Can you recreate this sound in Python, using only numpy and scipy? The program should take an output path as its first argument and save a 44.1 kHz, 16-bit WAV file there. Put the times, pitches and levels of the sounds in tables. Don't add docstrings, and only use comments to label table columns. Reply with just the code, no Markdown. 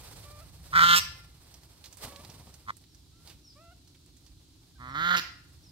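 import sys
import numpy as np
from scipy import signal
from scipy.fft import rfft, irfft
from scipy.io import wavfile
from scipy.ndimage import uniform_filter1d, map_coordinates

SR = 44100
rng = np.random.default_rng(int(sys.argv[2]) if len(sys.argv) > 2 else 0)


def output_pcm(signal):
    pcm = np.clip(np.atleast_2d(signal).T, -1, 1) * 32767
    wavfile.write(sys.argv[1], SR, np.round(pcm).astype(np.int16))


N = 251811
TIME = np.arange(N) / SR
CUT_S = 2.7085


def gain_of(db):
    return 10 ** (np.asarray(db) / 20)


def evened(x):
    return x / np.sqrt(np.mean(x ** 2) + 1e-20)


def read(points, hz):
    f, value = np.transpose(points)
    return np.interp(np.log(hz + 1), np.log(f + 1), value)


def curves(rows):
    s, *columns = np.transpose(rows)
    t = np.arange(s[0], s[-1], 1 / SR)
    return [t] + [np.interp(t, s, c) for c in columns]


def add(mix, s, sound):
    part = mix[max(round(s * SR), 0):][:len(sound)]
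    part += sound[:len(part)]


def played(sounds):
    track = np.zeros(N)
    for s, sound in sounds:
        add(track, s, sound)
    return track


def wobble(t, per_s):
    knots = rng.standard_normal(4000)
    return evened(map_coordinates(knots, [(t - t[0]) * per_s], order=3, mode="wrap"))


def bump(t, at, half):
    return np.exp(-((t - at) / half) ** 2)


def swells(rows, calm_db):
    power = gain_of(calm_db) ** 2
    power = power + sum((gain_of(db) * bump(TIME, s, half)) ** 2 for s, db, half in rows)
    return np.sqrt(power)


def colour(x, points):
    log_gain = np.log(gain_of(read(points, abs(np.fft.fftfreq(2048, 1 / SR)))))
    taps = np.fft.ifft(np.exp(np.conj(signal.hilbert(log_gain)))).real
    return signal.oaconvolve(x, taps)[:len(x)]


def resonate(x, hz, width_hz):
    turn = np.exp(2j * np.pi * np.cumsum(hz * np.ones(len(x))) / SR)
    r = np.exp(-np.pi * width_hz / SR)
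    slow = signal.lfilter([1 - r], [1, -r], x / turn + 1e-18)
    return 2 * (turn * slow).real


def place(x, side, lag_ms, shortcut=0):
    hz = np.fft.rfftfreq(N + 1, 1 / SR)
    ratio = gain_of(read(side, hz))
    lag_s = lag_ms / 1000 * (1 - shortcut / (1 + (hz / 2200) ** 6))
    ears = np.array([ratio * np.exp(-2j * np.pi * hz * lag_s), np.ones(len(hz))])
    same_power = np.sqrt(2 / (1 + ratio ** 2))
    return irfft(rfft(x, N + 1) * ears * same_power)[:, :N]


# frequency in Hz, relative density in dB per Hz.
YARD_SPECTRUM = [(15, -70.5), (25, -11.5), (38, -13), (59, 2.5), (173, -7.5), (209, -20.5), (233, -14.5),
                 (297, -10), (378, -17.5), (469, -34), (1110, -49.5), (1410, -37), (1850, -44),
                 (4040, -24.5), (15500, -43.5)]
# frequency in Hz, likeness -1 to 1.
YARD_LIKENESS = [(100, 0.93), (300, 0.85), (800, 0.01), (2000, .1), (8000, 0.16)]
# centre in seconds, peak gain in dB (power added to calm), half-length in seconds.
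SURGES = [(.25, 6, 0.97), (.88, 9.5, 0.35), (2.35, -1, .4), (3.28, 2, 0.17), (4.34, 4.5, .06),
          (5.02, 6.5, 0.24), (5.6, 1.5, 0.35)]
YARD_DB, RUMBLE_BELOW_HZ = -57, 190


def yard(calm_db=-1.5, early_db=-2.0, swell_db=0.0):
    hz = np.fft.rfftfreq(N + 1, 1 / SR)
    one, other = rfft(rng.standard_normal((2, N + 1)))
    same = np.clip(read(YARD_LIKENESS, hz), -1, 1)
    z = np.array([one, same * one + np.sqrt(1 - same ** 2) * other])
    z = z * gain_of(read(YARD_SPECTRUM, hz)) / np.sqrt(1 + same)
    z /= irfft(z).std()
    low = 1 / (1 + (hz / RUMBLE_BELOW_HZ) ** 6)
    rumble = irfft(z * low)[:, :N] * swells(SURGES, calm_db) * gain_of(swell_db * wobble(TIME, 4))
    hiss = irfft(z * (1 - low))[:, :N] * gain_of(early_db * (TIME < CUT_S))
    return gain_of(YARD_DB) * (rumble + hiss) * gain_of([[-.5], [.5]])


# frequency in Hz, level in dB.
TREES = [(170, -17), (700, -6), (1400, -17.5), (2300, -6), (3500, -12), (5300, -3.5), (7000, -12),
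         (13000, -7)]
# frequency in Hz, time to fall 60 dB in seconds.
TREES_T60 = [(170, 0.37), (1400, 0.57), (5000, 0.45), (13000, 0.25)]
ECHOES_PER_S, FIRST_ECHO_S = 1800, .012


def trees(x):
    taps = rng.standard_normal((2, SR)) * (rng.random((2, SR)) < ECHOES_PER_S / SR)
    taps = taps * (np.arange(SR) > FIRST_ECHO_S * SR)
    hz, t, z = signal.stft(taps, SR, nperseg=256)
    t60 = read(TREES_T60, hz)[:, None]
    same_energy = np.sqrt(2 * np.log(1000) / t60)
    shape = gain_of(read(TREES, hz)[:, None] - 60 * t / t60) * same_energy
    tail = signal.istft(z * shape, SR, nperseg=256)[1] / np.linalg.norm(taps[0])
    return signal.fftconvolve(x[None], tail, axes=1)[:, :N]


def crackle(size, per_s, spread_db):
    chance, strength = rng.random(size), rng.exponential(1, size)
    sign = rng.standard_normal(size)
    snaps = (chance < per_s / SR) * gain_of(spread_db * np.minimum(strength, 4)) * sign
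    return evened(snaps + rng.standard_normal(size))


# centre in seconds, level in dB, half-length in seconds.
BRUSHES = [(.08, -53, 0.35), (.8, -58.5, 0.29), (1.5, -59, 0.078), (2.05, -43.5, 0.051), (2.2, -58.5, 0.28),
           (3.28, -58, 0.058), (5.7, -69, 0.45)]
# frequency in Hz, level in dB.
RUSTLE_COLOUR = [(150, -9.5), (400, 2), (900, 1), (1600, -4.5), (3000, -4), (4500, 0.5), (7000, -6.5),
                 (8600, 0), (10000, -7.5), (13000, -7.5), (15500, -12)]
EARLY_RUSTLE_DB, LATE_RUSTLE_DB = -62.5, -71.5


def rustle():
    calm_db = np.where(TIME < CUT_S, EARLY_RUSTLE_DB, LATE_RUSTLE_DB)
    level = swells(BRUSHES, calm_db) * gain_of(2.0 * wobble(TIME, 60))
    left, right, shared = [
        evened(colour(crackle(N, per_s=3300, spread_db=3.5), RUSTLE_COLOUR)) for _ in range(3)]
    ears = np.array([left, right]) * gain_of([[-3], [1]])
    middle = place(shared, [(200, 3.5), (2000, -3.5), (13000, -8)], lag_ms=0.074)
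    return level * (0.83 * middle + 0.86 * ears)


def crunch(s, db, hz, decay_s):
    t = np.arange(5000) / SR
    snaps = crackle(len(t), per_s=6600, spread_db=3)
    snaps[0] = 3.5
    leaf = evened(resonate(snaps, hz, width_hz=1840)) + 0.12 * snaps
    return s, gain_of(db) * evened(leaf) * np.exp(-t / decay_s)


# frequency in Hz, level in dB.
EARTH = [(30, -17), (80, 4), (160, -2.5), (350, -12.5), (950, -12.5), (1600, -27), (4000, -21.5),
         (15000, -36)]


def step(s, db, decay_s):
    t = np.arange(8000) / SR
    push = evened(colour(rng.standard_normal(len(t)), EARTH))
    rise = 1.19 * (1 - np.exp(-t / 0.00078))
    return s, gain_of(db) * push * rise * np.exp(-t / decay_s)


SHUFFLE_FROM_S, SHUFFLE_GAP_S, SHUFFLE_DECAY_S = 2.02, .055, 0.025
SHUFFLE_DB, SHUFFLE_FADE_DB_PER_S = -46, 10


def shuffle(count):
    delays_s = SHUFFLE_GAP_S * (np.arange(count) + .5 * (rng.random(count) - .5))
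    return [step(SHUFFLE_FROM_S + d, SHUFFLE_DB - SHUFFLE_FADE_DB_PER_S * d, SHUFFLE_DECAY_S)
            for d in delays_s]


# start in seconds, level in dB, centre in Hz, decay time in seconds.
CRUNCHES = [(1.541, -46.5, 5550, 0.007), (1.634, -52.5, 4670, .004), (1.841, -45.5, 4370, .016),
            (1.857, -45.5, 4930, 0.013), (1.927, -46, 6550, 0.01), (1.971, -43.5, 8400, 0.0075),
            (2.16, -43.5, 3860, 0.0064), (2.249, -43.5, 4250, 0.0047), (2.299, -45.5, 5000, 0.006),
            (2.541, -49, 6030, 0.0089), (2.768, -49.5, 8740, .01), (2.839, -56.5, 3550, 0.0064),
            (2.947, -55, 5830, 0.0098), (3.274, -47.5, 4600, .016), (3.297, -50, 3550, 0.025),
            (3.875, -57, 4950, .013), (3.948, -58, 3310, 0.013), (4.062, -54, 8500, .003),
            (4.167, -58, 7250, 0.015), (4.264, -55.5, 4650, 0.017)]
STEP_S, STEP_DB, STEP_DECAY_S = 2.048, -35, 0.012


def feet():
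    sounds = [crunch(*row) for row in CRUNCHES]
    sounds += [step(STEP_S, STEP_DB, STEP_DECAY_S)] + shuffle(count=9)
    track = played(sounds)
    direct = place(track, [(150, 1.0), (1500, -2.5), (13000, -17.5)], lag_ms=0.045)
    return direct + gain_of(-5) * trees(track)


CHIRP_S, CHIRP_HZ, CHIRP_FALL_HZ_PER_S = 0.12, 6000, 13500
THROB_HZ, THROB_HALF_SWING_DB = 36.4, 5


def chirp(s, db):
    t = np.arange(0, CHIRP_S, 1 / SR)
    throb = 2 * np.pi * THROB_HZ * t
    stepped_t = t - np.sin(throb) / (2 * np.pi * THROB_HZ)
    hz = CHIRP_HZ - CHIRP_FALL_HZ_PER_S * stepped_t
    turns = np.cumsum(hz * (1 + .014 * wobble(t, 260))) / SR
    level = gain_of(db + THROB_HALF_SWING_DB * (np.cos(throb) - 1))
    return s, level * np.sin(2 * np.pi * turns) * np.sin(np.pi * t / CHIRP_S)


# start in seconds, peak level in dB.
CHIRPS = [(2.872, -65), (3.425, -51.5), (4.875, -58), (5.614, -57)]


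def bird():
    chirps = played(chirp(*row) for row in CHIRPS)
    return chirps + gain_of(3) * trees(chirps)


WHINE_OVERTONES = [-2, -15, -12, -21, -21]
SCOOP_S, FLICK_LEAD_S, FLICK_S = .048, 0.024, .013
WHINE_FADE = .24


def whine(s, length_s, top_hz, scoop, flick, db, fundamental_db, waver=0.0072):
    t = np.arange(0, length_s, 1 / SR)
    bend = 1 - scoop * bump(t, 0, SCOOP_S) + flick * bump(t, length_s - FLICK_LEAD_S, FLICK_S)
    turns = np.cumsum(top_hz * bend * (1 + waver * wobble(t, 120))) / SR
    levels_db = [fundamental_db] + WHINE_OVERTONES
    note = sum(gain_of(level) * np.sin(2 * np.pi * k * turns) for k, level in enumerate(levels_db, 1))
    return s, gain_of(db) * evened(note) * signal.windows.tukey(len(t), WHINE_FADE)


# start in seconds, length in seconds, pitch in Hz, scoop from below 0-1, closing flick 0-1,
# level in dB, relative fundamental in dB.
WHINES = [(0.236, 0.21, 593.4, 0.02, 0.15, -56.5, -3), (2.08, 0.15, 562, 0, 0.04, -57.5, -5.5),
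          (3.121, .14, 684, 0.06, 0, -74, -15), (3.548, .2, 676.4, .19, .07, -59.5, -2.5),
          (4.753, 0.032, 755, 0.02, 0.08, -69, -12)]


def fowl():
    whines = played(whine(*row) for row in WHINES)
    return place(whines, [(600, 2), (2400, -8)], lag_ms=0.059) + trees(whines)


def windpipe(x, spacing_hz, echo):
    size = 2 * len(x)
    hz = np.fft.rfftfreq(size, 1 / SR)
    rings = np.clip(hz / 700 - .8, 0, 1)
    trip = np.clip(echo, 0, .7) * rings * np.exp(-2j * np.pi * hz / spacing_hz)
    return irfft(rfft(x, size) / (1 - trip))[:len(x)]


# pitch in Hz, resonance in Hz before the sag.
THROAT = [(120, 1175), (170, 1430)]
THROAT_SAG_HZ_PER_DB = 5.5
CLEAR_ROUGH = .08
SOFT_BRASS_DB, BRIGHT_AT = -17.5, 0.6
BREAK_S = 0.018
SCREECH_UNDER_DB, SCREECH_DB = -15, 3.5
BREAK_BRASS_DB = -20.5


def voicing(t, hz, hoarse_at_s, hoarse_s, hoarse, full_brass_db, screech_s):
    rough = np.clip(CLEAR_ROUGH + hoarse * bump(t, hoarse_at_s, hoarse_s), 0, 1)
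    bright = np.minimum((t - t[0]) / (t[-1] - t[0]) / BRIGHT_AT, 1) ** 2
    brass_db = SOFT_BRASS_DB + (full_brass_db - SOFT_BRASS_DB) * bright
    throat_hz = read(THROAT, hz) - THROAT_SAG_HZ_PER_DB * (brass_db - SOFT_BRASS_DB)
    broken = np.clip((t - t[-1] + screech_s) / BREAK_S, 0, 1)
    screech_db = (1 - broken) * (brass_db + SCREECH_UNDER_DB) + broken * SCREECH_DB
    brass_db = brass_db + broken ** 2 * (BREAK_BRASS_DB - brass_db)
    return rough, throat_hz, brass_db, screech_db, broken


def steady(x):
    return x / np.sqrt(abs(uniform_filter1d(x ** 2, size=1100)) + 1e-12)


# frequency in Hz, level in dB.
BRASS = [(300, -63.5), (900, -14.5), (2000, 6.5), (2500, -7.5), (3000, 5.5), (3450, 4.5), (4200, -0.5),
         (4700, -8), (5900, -28), (6800, -9.5), (9000, -25), (10500, -42.5), (13000, -22), (15500, -39.5)]
# frequency in Hz, level in dB.
SCREECH = [(200, -24), (600, -20), (1500, -7), (2200, -7), (2700, 2), (4200, -3.5), (5300, -3.5),
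           (6300, -12), (7300, -2.5), (8400, -3), (10000, -24.5), (13000, -13), (15500, -25.5)]
RASP, BREAK_RASP = .13, .3
UNSTEADY = .002
BREAK_THROAT_DB, BREAK_DROP_DB = -3, -5.5


def honk(curve, hoarse_at_s, hoarse_s, hoarse, full_brass_db, screech_s, throat_width_hz, horn_hz, horn_db,
         jitter=.07, shimmer=0.79, chest_db=-31, smear=.03, burst=0.62):
    t, effort_db, hz = curves(curve)
    rough, throat_hz, brass_db, screech_db, broken = voicing(
        t, hz, hoarse_at_s, hoarse_s, hoarse, full_brass_db, screech_s)
    effort_db = effort_db + BREAK_DROP_DB * broken
    turns = np.cumsum(hz * (1 + (UNSTEADY + jitter * rough) * wobble(t, 250))) / SR - .4
    k = np.arange(1, 100)[:, None]
    spread = smear * np.minimum(k, 12) ** 2 + np.minimum(k / 20, 1) * rng.standard_normal(k.shape)
    slaps = evened(np.cos(2 * np.pi * k * turns - spread).sum(0))
    slaps = slaps * (1 + shimmer * rough * wobble(t, 170))
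    puffs = evened((0.66 + np.exp(-(turns % 1) / 0.18)) * rng.standard_normal(len(t)))

    def drive(noisy):
        noisy = np.clip(noisy, 0, 1)
        return windpipe(np.sqrt(1 - noisy ** 2) * slaps + noisy * puffs, spacing_hz=342.4, echo=0.36)

    air = drive(.65 * rough)
    throat = steady(resonate(resonate(air, throat_hz, throat_width_hz), throat_hz, throat_width_hz))
    horn = steady(resonate(resonate(air, horn_hz, 260), horn_hz, 260))
    brass = steady(colour(drive(rough + RASP), BRASS))
    bursts = 0.38 + np.exp(-(turns % 1) / burst)
    screech = steady(colour(drive(rough + BREAK_RASP) * bursts, SCREECH))
    voice = gain_of(BREAK_THROAT_DB * broken) * throat + gain_of(horn_db) * horn
    voice = voice + gain_of(brass_db) * brass + gain_of(screech_db) * screech
    octave = 0.46 * gain_of(-1.1 * np.maximum(effort_db + 32.0, 0))
    chest = np.sin(2 * np.pi * turns) + octave * np.sin(4 * np.pi * turns)
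    chest = gain_of(chest_db + 0.48 * effort_db) * chest
    return t[0], (gain_of(effort_db) * voice + chest) * signal.windows.tukey(len(t), .03)


def nearby(x, level_db=-10.5, decay_s=0.0055):
    t = np.arange(900) / SR
    taps = colour(rng.standard_normal(len(t)), [(1500, -26.0), (3000, -4), (15000, 5.5)])
    taps = taps * np.exp(-t / decay_s)
    return x + gain_of(level_db) * signal.oaconvolve(x, taps / np.linalg.norm(taps))[:N]


# time in seconds, effort in dB before the break, pitch in Hz before jitter.
FIRST_HONK = [(.72, -56.5, 127), (.733, -28.5, 134.6), (.768, -13, 177.9), (.8, -15, 166.6),
              (.835, -12, 170.8), (.87, -17.5, 172.7), (.945, -14, 173.7), (.987, -19.5, 176.6),
              (1, -30, 184.4)]
BROKEN_HONK = [(2.662, -62, 100.8), (2.68, -44, 110.8), (2.685, -34, 109), (2.708, -29, 103.4)]
SECOND_HONK = [(4.78, -67, 120.9), (4.808, -45.5, 123.1), (4.88, -40.5, 128), (4.938, -41, 137.8),
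               (4.953, -30, 142.3), (5.025, -24.5, 168.7), (5.085, -21.5, 176.9), (5.15, -17.5, 173.7),
               (5.203, -28, 173)]
# curve, hoarsest time in seconds, half-length of hoarseness in seconds, added roughness 0-1,
# full brassiness in dB, screech length in seconds, throat width in Hz, horn in Hz, horn level in dB.
HONKS = [(FIRST_HONK, .795, .055, .3, -5, .053, 334, 1780, -10.5),
         (BROKEN_HONK, 2.69, .02, .03, -16.5, 0, 340, 1910, -13.5),
         (SECOND_HONK, 5.132, .043, .5, -12.5, 0.049, 293, 1873, -12.5)]
# frequency in Hz, level in dB.
EARLY_COLOUR = [(170, -0.5), (340, -2), (520, 1), (690, -4), (1040, -0.5), (1400, -3), (2100, 3.5),
                (2700, -1), (3500, -2.5), (4300, 0), (5900, 7.5), (7000, -4), (13000, 3.5)]
LATE_COLOUR = [(170, 0.5), (340, 9), (520, 8.5), (700, 3.5), (880, 0), (1400, -4), (1700, 2.5), (2050, 2.5),
               (2800, -3.5), (3550, -1), (6500, 0.5), (8300, -22.5), (11000, 1.5), (13000, -2)]
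# frequency in Hz, left minus right in dB.
EARLY_SIDE = [(170, -1), (700, -5), (1300, -4), (2400, 5.5), (3500, -6.5), (5300, -4.5), (8000, -11.5),
              (10000, -0.5), (13000, -21.5)]
LATE_SIDE = [(170, -1), (700, -2), (1300, -5), (2400, -7), (3500, -8), (5300, -7), (10000, -5),
             (13000, -11)]


def geese():
    honks = [honk(*row) for row in HONKS]
    early = nearby(colour(played((s, call) for s, call in honks if s < CUT_S), EARLY_COLOUR))
    late = nearby(colour(played((s, call) for s, call in honks if s >= CUT_S), LATE_COLOUR))
    until_cut = np.exp(-np.maximum(TIME - CUT_S, 0) / 0.012)
    before = (place(early, EARLY_SIDE, lag_ms=0.282, shortcut=0.19) + trees(early)) * until_cut
    after = place(late, LATE_SIDE, lag_ms=.22, shortcut=0.08) + gain_of(2.5) * trees(late)
    return before + after


def scene():
    return yard() + rustle() + feet() + bird() + fowl() + geese()


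CEILING, EDGE_HZ = .66, 15800


def record(dry):
    rounded = dry / (1 + (dry / CEILING) ** 6) ** (1 / 6)
    band = signal.firwin(511, EDGE_HZ, window=("kaiser", 9), fs=SR)
    return signal.oaconvolve(rounded, band[None], "same")


dry = scene()
out = record(dry)
output_pcm(out)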